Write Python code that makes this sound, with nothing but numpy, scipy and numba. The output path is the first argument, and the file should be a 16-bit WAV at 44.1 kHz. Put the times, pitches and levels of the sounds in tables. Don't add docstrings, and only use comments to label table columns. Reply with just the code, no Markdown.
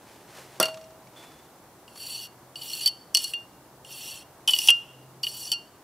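import sys
import numpy as np
from scipy import signal
from scipy.fft import rfft, irfft, next_fast_len
from scipy.io import wavfile
from numba import njit

SR = 44100
rng = np.random.default_rng(int(sys.argv[2]) if len(sys.argv) > 2 else 0)


def boost(x):
    u = np.asarray(x, float) / 20
    return 10 ** u


def transcribe(signal):
    frames = np.atleast_2d(signal).T
    limited = np.clip(frames, -1, 1)
    pcm = np.round(limited * 32767).astype(np.int16)
    wavfile.write(sys.argv[1], SR, pcm)


N = 257103

# [f/Hz, level per Hz/dB]
AIR = [(15, -53), (25, -26), (55, -14), (97, -9.5), (137, -5.5), (229, -8.5), (335, -5.5), (416, -8),
       (451, -9.5), (624, -9), (695, -8.5), (887, -8.5), (2550, -26), (2990, -26.5), (16000, -29)]
# [f/Hz, level per Hz/dB]
AIR_SIDE = [(15, -44), (25, -8), (200, -7), (354, -3.5), (394, -16.5), (451, -3.5), (575, -6), (2690, -8.5),
            (16000, -6)]
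# [t/s, f/Hz, level/dB]
MOTOR = [(0, 118, -73), (.6, 138, -58), (1.2, 126, -69.5), (2.3, 116, -61), (2.6, 138, -61.5),
         (3.3, 122, -71), (3.9, 136, -59.5), (4.6, 128, -66.5), (5.03, 131, -54.5), (5.3, 130, -57),
         (5.83, 125, -72)]
# [peak t/s, level/dB, rise/(dB per s), fall/(dB per s)]
RUSTLES = [
    (.116, -57, 80, 62.5),
    (.31, -57, 220, 21),
    (.396, -50, 112, 201),
    (0.576, -55, 91, 900),
    (1.171, -55, 1200, 57.5),
    (1.244, -56, 98, 250),
    (1.34, -65.5, 100, 46),
]
# [f/Hz, level per Hz/dB]
CLOTH = [(180, -27), (300, -3.5), (946, -4.5), (1170, -8.5), (1810, -8), (3350, -11), (9710, -17.5),
         (16000, -26)]
# [t/s, peak level/dB, f/Hz]
CRUMBS = [(0.544, -63, 1450), (0.7435, -34, 2720), (0.773, -36, 1213), (0.813, -41, 5540),
          (0.841, -41.5, 5620), (0.9064, -47, 1220), (1.071, -42, 2260), (1.318, -42, 1330),
          (1.39, -52.5, 3470), (1.9582, -37, 1170), (1.9755, -38, 4500)]
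# [f/Hz, level per Hz/dB]
THUD = [(71, -59), (120, 1.5), (580, 8), (1340, 10), (1500, 10.5), (1660, -50), (2230, -26), (2500, -39),
        (3250, -55), (5500, -120)]
# (low mode/dB, second mode/dB, grit/dB, deep modes/dB)
BLOW = (-33.5, -10, -14.5, -19)
SETTLE = (-25, -23, -31.5, -35)
FIRST_BOUNCE = (-15.5, -11.5, -21, -37.5)
# (start t/s, end t/s)
BOUNCING = (.598, .695)
# [f/Hz, level/dB, free t60/s, touching t60/s, share of the stiffening]
SHANK_MODES = [(641, -9, .9, .2, 0), (1382, -5, .22, .12, 0), (3472, -6, .2, .04, 0),
               (950, -4, .05, .04, 0), (515, -6, .06, .05, 0)]
DEEP_MODES = [(1382, -10, .3, .06, 0), (641, -8, .15, .04, 0), (480, -10, .04, .03, 0),
              (880, 1, .04, .03, 0), (1100, -3, .04, .03, 0), (1800, 1, .03, .025, 0),
              (2050, 1, .03, .025, 0)]
LOW_MODES = [(2540, -6, .025, .018, 0), (2806, 0, .19, .035, 1), (3472, -33, .26, .03, 0),
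             (3060, -28, .06, .04, 0), (3000, -9, .03, .025, .3), (3250, -12, .03, .02, .3)]
SECOND_MODES = [(4425, 0, .15, .06, .2), (4300, -9, .03, .025, 0), (4520, -6, .06, .04, .2)]
HIGH_MODES = [(5015, -15, .2, .03, 0), (5745, -5, .09, .022, .1), (7890, -12, .08, .01, .4),
              (9990, -11, .05, .01, 0), (5300, -4, .025, .02, .3), (7300, -7, .015, .009, .4),
              (8300, -4, .015, .008, .3), (10600, -1, .015, .008, .2), (11750, -7, .012, .006, .1),
              (14300, -16, .01, .004, .1)]
# [f/Hz, level per Hz/dB]
GRIT = [(3500, -22.5), (4800, -1.5), (5800, 5.5), (6600, -7.5), (7600, -2), (10500, -0.5), (13000, -1),
        (15800, -4)]
# (f/Hz, level/dB, t60/s)
FAR_CLINK = (3467, -51.5, 0.93)
# [touch t/s, lift t/s]
STROKES = [
    (1.875, 2.275),
    (2.556, 2.893),
    (3.144, 3.334),
    (3.845, 4.23),
    (4.475, 4.708),
    (5.23, 5.534),
]
# [t/s, f/Hz]
PRESSED = [
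    [(1.875, 2805), (2.285, 2825)],
    [(2.556, 2903), (2.81, 2804), (2.85, 3023), (2.9, 3061)],
    [(3.144, 2927), (3.336, 2803)],
    [(3.845, 2803), (4.235, 2771)],
    [(4.475, 3058), (4.641, 2808), (4.708, 2820)],
    [(5.23, 2938), (5.456, 2852), (5.543, 3042)],
]
# [t/s, drag level/dB]
DRAG = [
    [(1.92, -60.5), (2.01, -42.5), (2.118, -37), (2.242, -42), (2.285, -54.5)],
    [(2.575, -48), (2.639, -39), (2.845, -36)],
    [(3.19, -35), (3.25, -37), (3.316, -42.5), (3.33, -48.5)],
    [(3.86, -54), (3.917, -43.5), (4.101, -38.5), (4.187, -46), (4.22, -53.5)],
    [(4.52, -33.5), (4.564, -34.5), (4.668, -32.5)],
    [(5.28, -39), (5.31, -42.5), (5.467, -37.5), (5.51, -42)],
]
# [low mode re drag/dB, second mode re drag/dB]
BEARING = [
    (-5.5, 2),
    (-4.5, 1.5),
    (-6, -2.5),
    (-2.5, -4.5),
    (-3, -5),
    (-8, 0),
]
# [t/s, strength/dB, second mode re strength/dB, grit re strength/dB, loss per rebound/dB]
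KNOCKS = [
    (1.8784, -40, 0.5, -16, 20),
    (2.5567, -27.5, 1, -19, 20),
    (2.859, -18.5, 11, -0.5, 9),
    (3.148, -10.5, 10, -5, 16),
    (3.3351, -22, -4, -17, 22),
    (3.8477, -34.5, -25, -14, 20),
    (4.4764, -8, -5, -14, 1.5),
    (4.6854, 1.5, -12.5, -20, 6),
    (5.2325, -17.5, 9, -16, 20),
    (5.5171, -16.5, 5, -4, 6.2),
]
# [t/s, strength/dB, second mode re
# strength/dB, grit re strength/dB]
SNAGS = [(2.6182, -33, 9, -8), (2.731, -31.5, 12.5, -7.5), (2.808, -32, -10.5, -2), (2.875, -19, 0.5, -1.5),
         (3.1706, -13.5, 6, -5.5), (3.242, -28, 12, 2), (4.5074, -20, -3.5, -1), (4.5345, -9.5, -6.5, -17),
         (4.5508, -29.5, -7.5, 2), (4.5616, -19, -10, -13), (4.587, -17.5, -7, -1), (4.617, -27, -20.5, -3),
         (4.6742, -10.5, -12.5, -8), (4.703, -10.5, -12, -5), (5.243, -21, -1, -16),
         (5.2674, -18, -11, -23.5), (4.223, -37, -14, -17)]


def coloured(x, points):
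    hz, db = np.transpose(points)
    size = next_fast_len(N)
    grid = np.maximum(np.arange(size // 2 + 1) * SR / size, 1)
    gain = boost(np.interp(np.log(grid), np.log(hz), db))
    y = irfft(rfft(x, size) * gain, size)[:N]
    return y / np.std(y)


def in_time(rows, outside=None):
    s, *columns = np.transpose(rows)
    return [np.interp(np.arange(N) / SR, s, c, left=outside, right=outside) for c in columns]


def drift(rate):
    r = np.exp(-2 * np.pi * rate / SR)
    chance = rng.standard_normal(N // 16 + 2002)
    slow = signal.lfilter([1], [1, -2 * r ** 16, r ** 32], chance)[2000:]
    return np.interp(np.arange(N) / 16, np.arange(len(slow)), slow / np.std(slow))


def street():
    motor_hz, motor_db = in_time(MOTOR)
    air_db, fade_db_per_s = -54, 0.0042
    sway = boost(air_db - fade_db_per_s * np.arange(N) / SR + 0.21 * drift(0.64))
    mid = sway * coloured(rng.standard_normal(N), AIR)
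    side = sway * boost(-7.5) * coloured(rng.standard_normal(N), AIR_SIDE)
    turning = 2 * np.pi * np.cumsum(motor_hz + 1.3 * drift(2.2)) / SR
    motor = boost(motor_db + 0.5 + 1.47 * drift(3.8)) * np.sin(turning)
    return mid + motor + side * np.array([[1], [-1]])


def grains(per_s, spread_db):
    sizes = boost(spread_db * np.minimum(rng.exponential(1, N), 5)) * rng.choice([-1, 1], N)
    clicks = sizes * (rng.random(N) < per_s / SR)
    return clicks / np.std(clicks)


def sleeve():
    t = np.arange(N) / SR
    power = np.zeros(N)
    for s, db, rise, fall in RUSTLES:
        power += boost(db - np.maximum(rise * (s - t), fall * (t - s))) ** 2
    return np.sqrt(power) * boost(3.0 + 1.0 * drift(37)) * coloured(grains(5000, 0.73), CLOTH)


def yard(x):
    t60_s, level_db, first_echo_s = 0.62, -25, .006
    t = np.arange(SR // 2) / SR
    mid, side = rng.standard_normal((2, len(t))) * boost(-60 * t / t60_s) * (t > first_echo_s)
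    tails = signal.lfilter([.7], [1, -.3], [mid + 0.15 * side, mid - 0.23 * side])
    tails = tails / np.sqrt(np.sum(tails[0] ** 2))
    return boost(level_db) * signal.fftconvolve(x[None], tails, axes=1)[:, :N]


def crumbs():
    out, t = np.zeros(N), np.arange(SR // 2) / SR
    band = signal.butter(2, [1400, 6800], "band", fs=SR, output="sos")
    for s, db, hz in CRUMBS:
        at = round(s * SR)
        crunch = signal.sosfilt(band, rng.standard_normal(len(t)))
        tone = np.sin(2 * np.pi * hz * t)
        out[at:at + len(t)] += boost(db - 60 * t / 0.036) * (0.326 * tone + 0.63 * crunch)
    return out


def tap():
    blow_s, settle_s, bounce_s, gap_s, chatter_s = .5999, .6116, .628, .0273, .0016
    loss_db = np.array([9.5, 9.5, 9.5, 1])
    rows = [(blow_s, *BLOW), (settle_s, *SETTLE)]
    rows += [(bounce_s + k * gap_s, *(FIRST_BOUNCE - k * loss_db)) for k in range(3)]
    return [row + (chatter_s,) for row in rows]


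def brick_thud():
    t = np.arange(N) / SR
    dull, sandy = np.zeros((2, N))
    for s, _, _, grit_db, deep_db, _ in tap():
        since = np.maximum(t - s, 0)
        dull += boost(deep_db - 1.0 - 720 * since) * (t >= s)
        sandy += boost(grit_db - 13.5 - 376 * since) * (t >= s)
    thud = dull * coloured(rng.standard_normal(N), THUD)
    thud += sandy * coloured(grains(9000, 3.0), CLOTH)
    return signal.sosfilt(signal.butter(4, 150, "high", fs=SR, output="sos"), thud)


def catches():
    rebound_s, dulling = .008, 1.5
    deep_db, deep_follows, snag_deep_loss_db, chatter_s = -34, 0.81, 2, .0029
    rows = []
    for s, db, second, grit, loss in KNOCKS:
        for k in range(3):
            weaker = second + k * dulling * min(second, 0)
            rows.append((s + k * rebound_s, db - k * loss, weaker, grit, 0))
    rows += [tuple(row) + (snag_deep_loss_db,) for row in SNAGS]
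    return [(s, db, db + second, db + grit, deep_db + deep_follows * db - less, chatter_s)
            for s, db, second, grit, less in rows]


def bursts(events, column, power, fill):
    out = np.zeros(N)
    for row, inside in zip(events, fill):
        shape = np.exp(-np.arange(1500) / SR / row[5])
        at = round(row[0] * SR)
        size = np.sum(shape ** power) ** (1 / power)
        out[at:at + 1500] += boost(row[column]) * inside * shape / size
    return out


@njit
def resonate(force, chatter, turn, keep):
    out, state, swing = np.zeros(len(force)), 0j, 1 + 0j
    for i in range(len(force)):
        step = np.exp(1j * turn[i])
        swing *= step
        state = state * keep[i] * step + force[i] + chatter[i] * swing
        out[i] = state.imag
    return out


def steep_low_cut(x, hz):
    return signal.sosfilt(signal.cheby2(6, 35, hz, "high", fs=SR, output="sos"), x)


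def patchy(x):
    size = next_fast_len(N)
    spectrum = rfft(x, size)
    place = 4 * np.log2(np.arange(1, size // 2 + 2) * SR / size / 3400)
    out = np.zeros(N)
    for k in range(10):
        piece = irfft(spectrum * np.clip(1 - abs(place - k), 0, 1), size)[:N]
        out += boost(2.8 * drift(20)) * piece
    return out


def crushed_sand(grit, sand, hits):
    cracks = boost(20.5) * bursts(hits, 3, 1.92, rng.standard_normal((len(hits), 1500)))
    duller = signal.butter(1, 10100, fs=SR, output="sos")
    crushing = boost(-2.5) * grit * sand + signal.sosfilt(duller, cracks)
    hiss = np.std(crushing) * patchy(coloured(crushing, GRIT))
    return steep_low_cut(hiss * boost(0.5), 3600)


def blade():
    low, second, grit, stiffening = np.zeros((4, N))
    touching = 0.58 * in_time([(BOUNCING[0], 1), (BOUNCING[1], 1)], outside=0)[0]
    for (touch, lift), (low_db, second_db), rows, pitches in zip(STROKES, BEARING, DRAG, PRESSED):
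        on = in_time([(touch, 1), (lift, 1)], outside=0)[0]
        drag_db = in_time(rows)[0]
        low += on * boost(drag_db + low_db)
        second += on * boost(drag_db + second_db)
        grit += on * boost(drag_db)
        stiffening += on * (in_time(pitches)[0] / LOW_MODES[1][0] - 1)
        touching += on
    firmness, state = np.unique(touching, return_inverse=True)
    sand = grains(14000, 2.6) * boost(1.0 * drift(60))
    hits = catches() + tap()
    # (modes, rubbing force, blows, their column, blow level/dB, its spread/dB, silent below f/Hz)
    groups = [(SHANK_MODES, 0, tap(), 4, -3.0, 0, 200),
              (DEEP_MODES, low * boost(-27.0), catches(), 4, 0.1, 3, 200),
              (LOW_MODES, low * boost(-1.5), hits, 1, -2.0, 0, 2120),
              (SECOND_MODES, second, hits, 2, -2.0, 0, 3700),
              (HIGH_MODES, grit * boost(-12.5), hits, 3, -1.5, 4, 4300)]
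    out = np.zeros(N)
    for modes, rub, blows, column, hit_db, spread_db, silent_hz in groups:
        ringing = np.zeros(N)
        for hz, db, free, pressed, share in modes:
            keep = boost(-60 / SR / (free * (pressed / free) ** firmness))[state]
            even = np.sqrt(2 * (1 - boost(-120 / SR / pressed)))
            reach = boost(1.5 * drift(15))
            wander = .011 * (grit > 0) * drift(15)
            rough = bursts(blows, column, 2.6, rng.standard_normal((len(blows), 1500)))
            force = reach * rub * sand * even + boost(hit_db - 5.5) * rough
            uneven = boost(spread_db * rng.standard_normal((len(blows), 1)))
            chatter = boost(hit_db) * bursts(blows, column, 0.95, uneven)
            turn = 2 * np.pi * hz * (1 + share * stiffening + wander) / SR
            ringing += boost(db) * resonate(force, chatter, turn, keep)
        out += steep_low_cut(ringing, silent_hz)
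    return out + crushed_sand(grit, sand, hits)


def far_clink():
    out, t = np.zeros(N), np.arange(SR // 2) / SR
    hz, db, t60 = FAR_CLINK
    at = round(1.163 * SR)
    out[at:at + len(t)] = boost(db - 60 * t / t60) * np.sin(2 * np.pi * hz * t)
    return out


def scene():
    near = sleeve() + crumbs() + brick_thud() + blade() + far_clink()
    return near + yard(near) + street()


def roll_off(x):
    return signal.sosfilt(signal.butter(12, 16980, fs=SR, output="sos"), x)


def record(dry):
    rounded = 1.58 * np.tanh(dry / 1.43)
    top_cut = signal.cheby2(12, 30, 15900, fs=SR, output="sos")
    return roll_off(signal.sosfilt(top_cut, rounded))


dry = scene()
out = record(dry)
transcribe(out)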